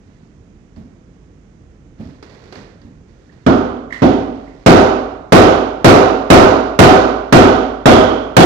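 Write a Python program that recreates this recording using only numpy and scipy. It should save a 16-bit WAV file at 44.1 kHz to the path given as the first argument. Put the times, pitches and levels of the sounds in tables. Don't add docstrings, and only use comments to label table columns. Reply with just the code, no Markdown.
import sys
import numpy as np
from scipy import signal
from scipy.fft import rfft, irfft, next_fast_len
from scipy.io import wavfile
from scipy.ndimage import uniform_filter1d

SR = 44100
rng = np.random.default_rng(int(sys.argv[2]) if len(sys.argv) > 2 else 0)


def to_wav(sig):
    pcm = np.clip(np.atleast_2d(sig), -1, 1) * 32767
    pcm = np.round(pcm).astype(np.int16)
    wavfile.write(sys.argv[1], SR, pcm.T)


N = 372644
RING = int(1.4 * SR)
AGE = np.arange(RING) / SR


def undb(db):
    return 10 ** (np.asarray(db) / 20)


def along(points, n):
    hz, value = np.transpose(points)
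    bins_hz = np.arange(n // 2 + 1) * SR / n
    return np.interp(np.log(bins_hz + 1), np.log(hz), value)


# (frequency [Hz], correlation)
SIDE_LIKENESS = [(60, 0.92), (130, 0.93), (290, 0.88), (640, 0.41), (1400, 0.19), (16000, 0.42)]


def air(n):
    mid, side = rfft(rng.standard_normal((2, n)))
    alike = np.clip(along(SIDE_LIKENESS, n), -1, 1)
    shared = mid * np.sqrt((1 + alike) / 2)
    opposed = side * np.sqrt((1 - alike) / 2)
    return irfft(shared + np.array([[1], [-1]]) * opposed, n)


def tint(x, colour):
    n = x.shape[-1]
    y = irfft(rfft(x) * undb(along(colour, n)), n)
    return y / np.std(y)


def steady(x, seconds):
    power = np.mean(x ** 2, axis=0)
    running = uniform_filter1d(power, int(seconds * SR))
    return x / np.sqrt(running / np.mean(x ** 2) + 1e-6)


def fade(t60):
    return np.exp(-np.log(1000) * AGE / t60)


def add(out, s, x):
    start = int(max(s, 0) * SR)
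    out[:, start:start + x.shape[1]] += x[:, :N - start]


# (frequency [Hz], time to fall 60 dB [s])
ROOM_DECAY = [(40, 0.94), (130, 0.47), (330, 0.85), (900, 0.91), (2400, 0.79), (6400, 0.65), (14000, 0.45)]


def room(x, bloom_cycles=2.44):
    spectrum, out = rfft(x), 0
    for k, (hz, t60) in enumerate(ROOM_DECAY):
        share = along([(f, j == k) for j, (f, _) in enumerate(ROOM_DECAY)], RING)
        band = steady(irfft(spectrum * share, RING), 0.13)
        build_up = 1 - np.exp(-AGE * hz / bloom_cycles)
        out = out + band * fade(t60) * build_up
    return out


# (frequency [Hz], level [dB])
RUMBLE_COLOUR = [(15, -56), (25, -29.5), (43, -1.5), (59, -5.5), (114, -7), (175, -7.5), (301, -13),
                 (503, -20), (560, -25), (775, -27.5), (863, -30), (1890, -32.5), (4250, -44),
                 (6560, -39.5), (16000, -87)]


def background(level_db=-41.5, rumble_cut_hz=28):
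    high_pass = signal.butter(2, rumble_cut_hz, "high", fs=SR, output="sos")
    return signal.sosfilt(high_pass, tint(air(N), RUMBLE_COLOUR)) * undb(level_db)


# (frequency [Hz], level [dB])
GRIT_COLOUR = [(80, -30), (400, 8.5), (700, -1), (1200, -4.5), (1900, -3), (3000, -12), (4500, -9),
               (6800, -19.5), (9000, -35.5), (16000, -45.5)]


def grit(n, spread_db=2.5):
    grain = SR // 1000
    sizes = undb(spread_db * np.minimum(rng.exponential(size=n // grain + 1), 4))
    return tint(air(n) * np.repeat(sizes, grain)[:n], GRIT_COLOUR)


# (time [s], length [s], level [dB])
SLIDE_TIMES = [(0, 0.22, -57.5), (1.969, 0.14, -44.5), (2.28, 0.32, -43.5), (3.05, 0.46, -54),
               (4.302, 0.43, -47.5)]


def sliding(rise_s=0.049, t60_s=0.69):
    out = np.zeros((2, N))
    for s, length, db in SLIDE_TIMES:
        rise = np.minimum(AGE / rise_s, 1)
        release = np.minimum(np.exp(-np.log(1000) * (AGE - length) / t60_s), 1)
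        add(out, s, undb(db) * rise * release * grit(RING))
    return out


# (time [s], level [dB])
FOOTFALLS = [(.765, -27), (1.994, -22), (2.555, -29.5), (2.845, -31.5)]
# (frequency [Hz], level [dB])
FOOTFALL_COLOUR = [(30, -34), (80, 2), (150, -2), (200, -1.5), (265, -1), (340, -16.5), (700, -23),
                   (1500, -39), (5000, -47), (9000, -60), (16000, -65)]


def footfalls(t60=0.21, room_db=-3, rise_s=0.0064):
    out = np.zeros((2, N))
    for s, db in FOOTFALLS:
        thump = steady(tint(air(RING), FOOTFALL_COLOUR), 0.032) * fade(t60)
        thump += undb(room_db) * room(tint(air(RING), FOOTFALL_COLOUR))
        add(out, s, undb(db) * thump * (1 - np.exp(-AGE / rise_s)))
    return out


# (time [s], level [dB])
SCUFF_TIMES = [(.76, -41), (2.226, -28), (2.295, -36), (2.439, -38), (2.524, -25), (2.554, -25.5),
               (2.815, -40.5), (3.322, -41.5)]
# (frequency [Hz], level [dB])
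TICK_COLOUR = [(2500, -28), (4000, -8), (4700, 2), (5500, -15), (8000, -42)]


def scuffs(grit_t60=0.04, room_db=-10, rise_s=0.0015, tick_db=-7, tick_t60=0.031):
    out = np.zeros((2, N))
    for s, db in SCUFF_TIMES:
        scuff = grit(RING) * fade(grit_t60)
        scuff += undb(room_db) * room(tint(air(RING), GRIT_COLOUR))
        scuff += undb(tick_db) * tint(air(RING), TICK_COLOUR) * fade(tick_t60)
        add(out, s, undb(db) * scuff * (1 - np.exp(-AGE / rise_s)))
    return out


# (time [s], middle pitch [Hz], level [dB], length [s])
SQUEAK_TIMES = [(3.287, 1800, -43.5, 0.022), (3.903, 1990, -24, 0.011), (3.923, 1933, -10, 0.0084),
                (4.468, 1990, -38.5, 0.018)]
# (frequency [Hz], level [dB])
RASP_COLOUR = [(300, -24), (1200, 0), (2100, -8.5), (3200, -7), (5500, -13.5), (7200, -18.5), (9500, -32),
               (16000, -39)]


def squeaks(glide=0.37, rasp_db=-23, room_db=-1, direct_left_db=-8):
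    out = np.zeros((2, N))
    for s, hz, db, length in SQUEAK_TIMES:
        progress = np.linspace(0, 1, int(length * SR))
        pitch_hz = hz * (1 + glide * (progress - .5))
        chirp = np.sin(2 * np.pi * np.cumsum(pitch_hz) / SR) * np.sin(np.pi * progress) ** 2
        echoes = room(air(RING))
        echoes = undb(room_db) * echoes / np.linalg.norm(echoes[1])
        echoes[:, 0] += undb([direct_left_db, 0])
        add(out, s, undb(db) * signal.fftconvolve(echoes, chirp[None], axes=1))
        add(out, s, undb(db + rasp_db) * room(tint(air(RING), RASP_COLOUR)))
    return out


def by_strength(at_0_db, change_per_db, strength_db):
    return at_0_db + change_per_db * strength_db


def region(hz, centre_hz, octaves):
    return np.exp(-(np.log2(hz / centre_hz) / octaves) ** 2)


def blow_colour(hz, strength_db, clack_db, blade_db):
    tilt_db = by_strength(0.26, 0.11, strength_db)
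    boom_db = by_strength(0.8, -0.5, strength_db)
    beam = boom_db * region(hz, 250, .35)
    handle = clack_db * region(hz, 1300, .42)
    blade = blade_db * region(hz, 3290, .13)
    return tilt_db * np.log2(hz / 500) + beam + handle + blade


# (frequency [Hz], level [dB], time to fall 60 dB [s])
RINGING_TONES = [(52.2, -13, 1.23), (87.6, 0, 0.47), (133.7, 3.5, 0.19), (177.8, 3.5, 0.21),
                 (243.3, -0.5, 0.77), (265.1, -1.5, 0.75), (279.7, -4.5, 0.88), (323.6, -4.5, 0.79),
                 (344.4, 3, 0.51), (369.6, 1.5, 0.5), (384.8, -3.5, 0.65), (394.6, -1.5, 0.92),
                 (417, -4, 0.67), (430, -4, 0.76), (512.6, -5.5, 0.76), (528, -4, 0.67),
                 (577.5, -6.5, 0.55), (606, -7, 0.8), (629, -0.5, 0.89), (657.6, -7, 0.71),
                 (730.4, -7, 0.84), (751.2, -1.5, 0.79), (752, -2, 0.74), (905, 1, 0.71), (1021, -17, 0.97),
                 (1167, -9.5, 0.89), (1243, -15, 0.72), (1258, -9.5, 0.72), (1317, -6.5, 0.75),
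                 (1503, -12.5, 0.82)]


def ringing(colour, port_phase, scatter_db=1.5, detune=0.0009, build_cycles=0.86):
    out = 0
    variation = rng.standard_normal((len(RINGING_TONES), 2))
    for (hz, db, t60), (start, lag), (size, shift) in zip(RINGING_TONES, port_phase, variation):
        side_step = np.array([[0], [np.sign(lag - .5) * min(hz / 520, 1.5)]])
        phase = 2 * np.pi * (hz * (1 + detune * shift) * AGE + start) + side_step
        level = undb(db + scatter_db * size + colour(hz))
        build_up = 1 - np.exp(-AGE * hz / build_cycles)
        out = out + level * np.sin(phase) * fade(t60) * build_up
    return out


# (frequency [Hz], level [dB])
THUD_COLOUR = [(25, -25.5), (65, -19), (85, -3.5), (130, -1.5), (152, -11), (172, 2.5), (200, -21.5),
               (400, -36), (2000, -76.5)]


def floor_thud(t60=0.25, rise_s=0.022):
    rise = 1 - np.exp(-(AGE / rise_s) ** 2)
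    return steady(tint(air(RING), THUD_COLOUR), 0.042) * fade(t60) * rise


# (time [s], strength [dB], crack [dB], handle clack [dB], blade ring [dB])
MALLET_BLOWS = [(3.4635, -11.5, 3, 3.5, 2.5), (4.0187, -11, -20, -3.5, 2), (4.661, 0, 3, 0.5, -2.5),
                (5.321, 1, -1, 0, 1.5), (5.844, 1.5, 4, 0.5, -3.5), (6.301, 2, 1.5, 1.5, -3),
                (6.789, 2, 2.5, 2, -1), (7.324, 0, 5, 1, 3), (7.856, -0.5, 2, 1.5, 8),
                (8.366, 1.5, 11.5, -0.5, 8.5)]
# (frequency [Hz], level [dB])
CLATTER_COLOUR = [(25, -26.5), (60, -15.5), (95, -0.5), (200, -2.5), (270, 0), (420, -1), (740, -1.5),
                  (900, -8.5), (1400, -7.5), (1750, -18.5), (3500, -21), (6600, -30.5), (8200, -46.5),
                  (16000, -48.5)]
# (frequency [Hz], level [dB])
CRACK_COLOUR = [(100, -22), (600, 4.5), (1400, 12), (3000, 2.5), (6500, -12.5), (9000, -22), (16000, -47)]


def mallet(clatter_db=6.5, modes_db=-1.0, crack_db=3, crack_t60=0.038, change=0.73,
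           contact_s=0.0017, thud_db=2):
    out, paths = np.zeros((2, N)), air(RING)
    port_phase = rng.random((len(RINGING_TONES), 2))
    bins_hz = np.arange(RING // 2 + 1) * SR / RING + 1
    for s, db, sharp_db, clack_db, blade_db in MALLET_BLOWS:
        def colour(hz):
            return blow_colour(hz, db, clack_db, blade_db)

        wood = tint(paths + change * air(RING), CLATTER_COLOUR)
        clatter = room(irfft(rfft(wood) * undb(colour(bins_hz)), RING))
        crack = tint(air(RING), CRACK_COLOUR) * fade(crack_t60)
        thud = floor_thud()
        floor_db = by_strength(3, 1.54, db)
        blow = undb(clatter_db) * clatter + undb(modes_db) * ringing(colour, port_phase)
        blow += undb(crack_db + sharp_db) * crack + undb(thud_db + floor_db) * thud
        contact = 1 - np.exp(-(AGE / contact_s) ** 2)
        add(out, s, undb(db) * blow * contact)
    return out


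def scene():
    return mallet() + footfalls() + scuffs() + sliding() + squeaks() + background()


# (frequency [Hz], level [dB])
LEFT_RESPONSE = [(60, 1.5), (300, 1.5), (700, -1), (1300, -5.5), (2400, -9.5), (4400, -19), (8000, -15),
                 (15000, -7)]


def dull_left(x, share, lag_s=0.00021):
    padded = 2 * next_fast_len(N)
    bins_hz = np.arange(padded // 2 + 1) * SR / padded
    lag = np.exp(-2j * np.pi * bins_hz * share * lag_s)
    response = undb(share * along(LEFT_RESPONSE, padded))
    left = irfft(rfft(x[0], padded) * response * lag, padded)[:N]
    return np.array([left, x[1]])


def record(dry, left_db=-4.5, ceiling=0.92, knee=10, port_share=0.66, top_hz=15900):
    driven = dull_left(dry * undb([[left_db], [0]]), port_share)
    flattened = ceiling * driven / (1 + np.abs(driven) ** knee) ** (1 / knee)
    low_pass = signal.ellip(8, .1, 70, top_hz, fs=SR, output="sos")
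    return signal.sosfilt(low_pass, dull_left(flattened, 1 - port_share))


dry = scene()
out = record(dry)
to_wav(out)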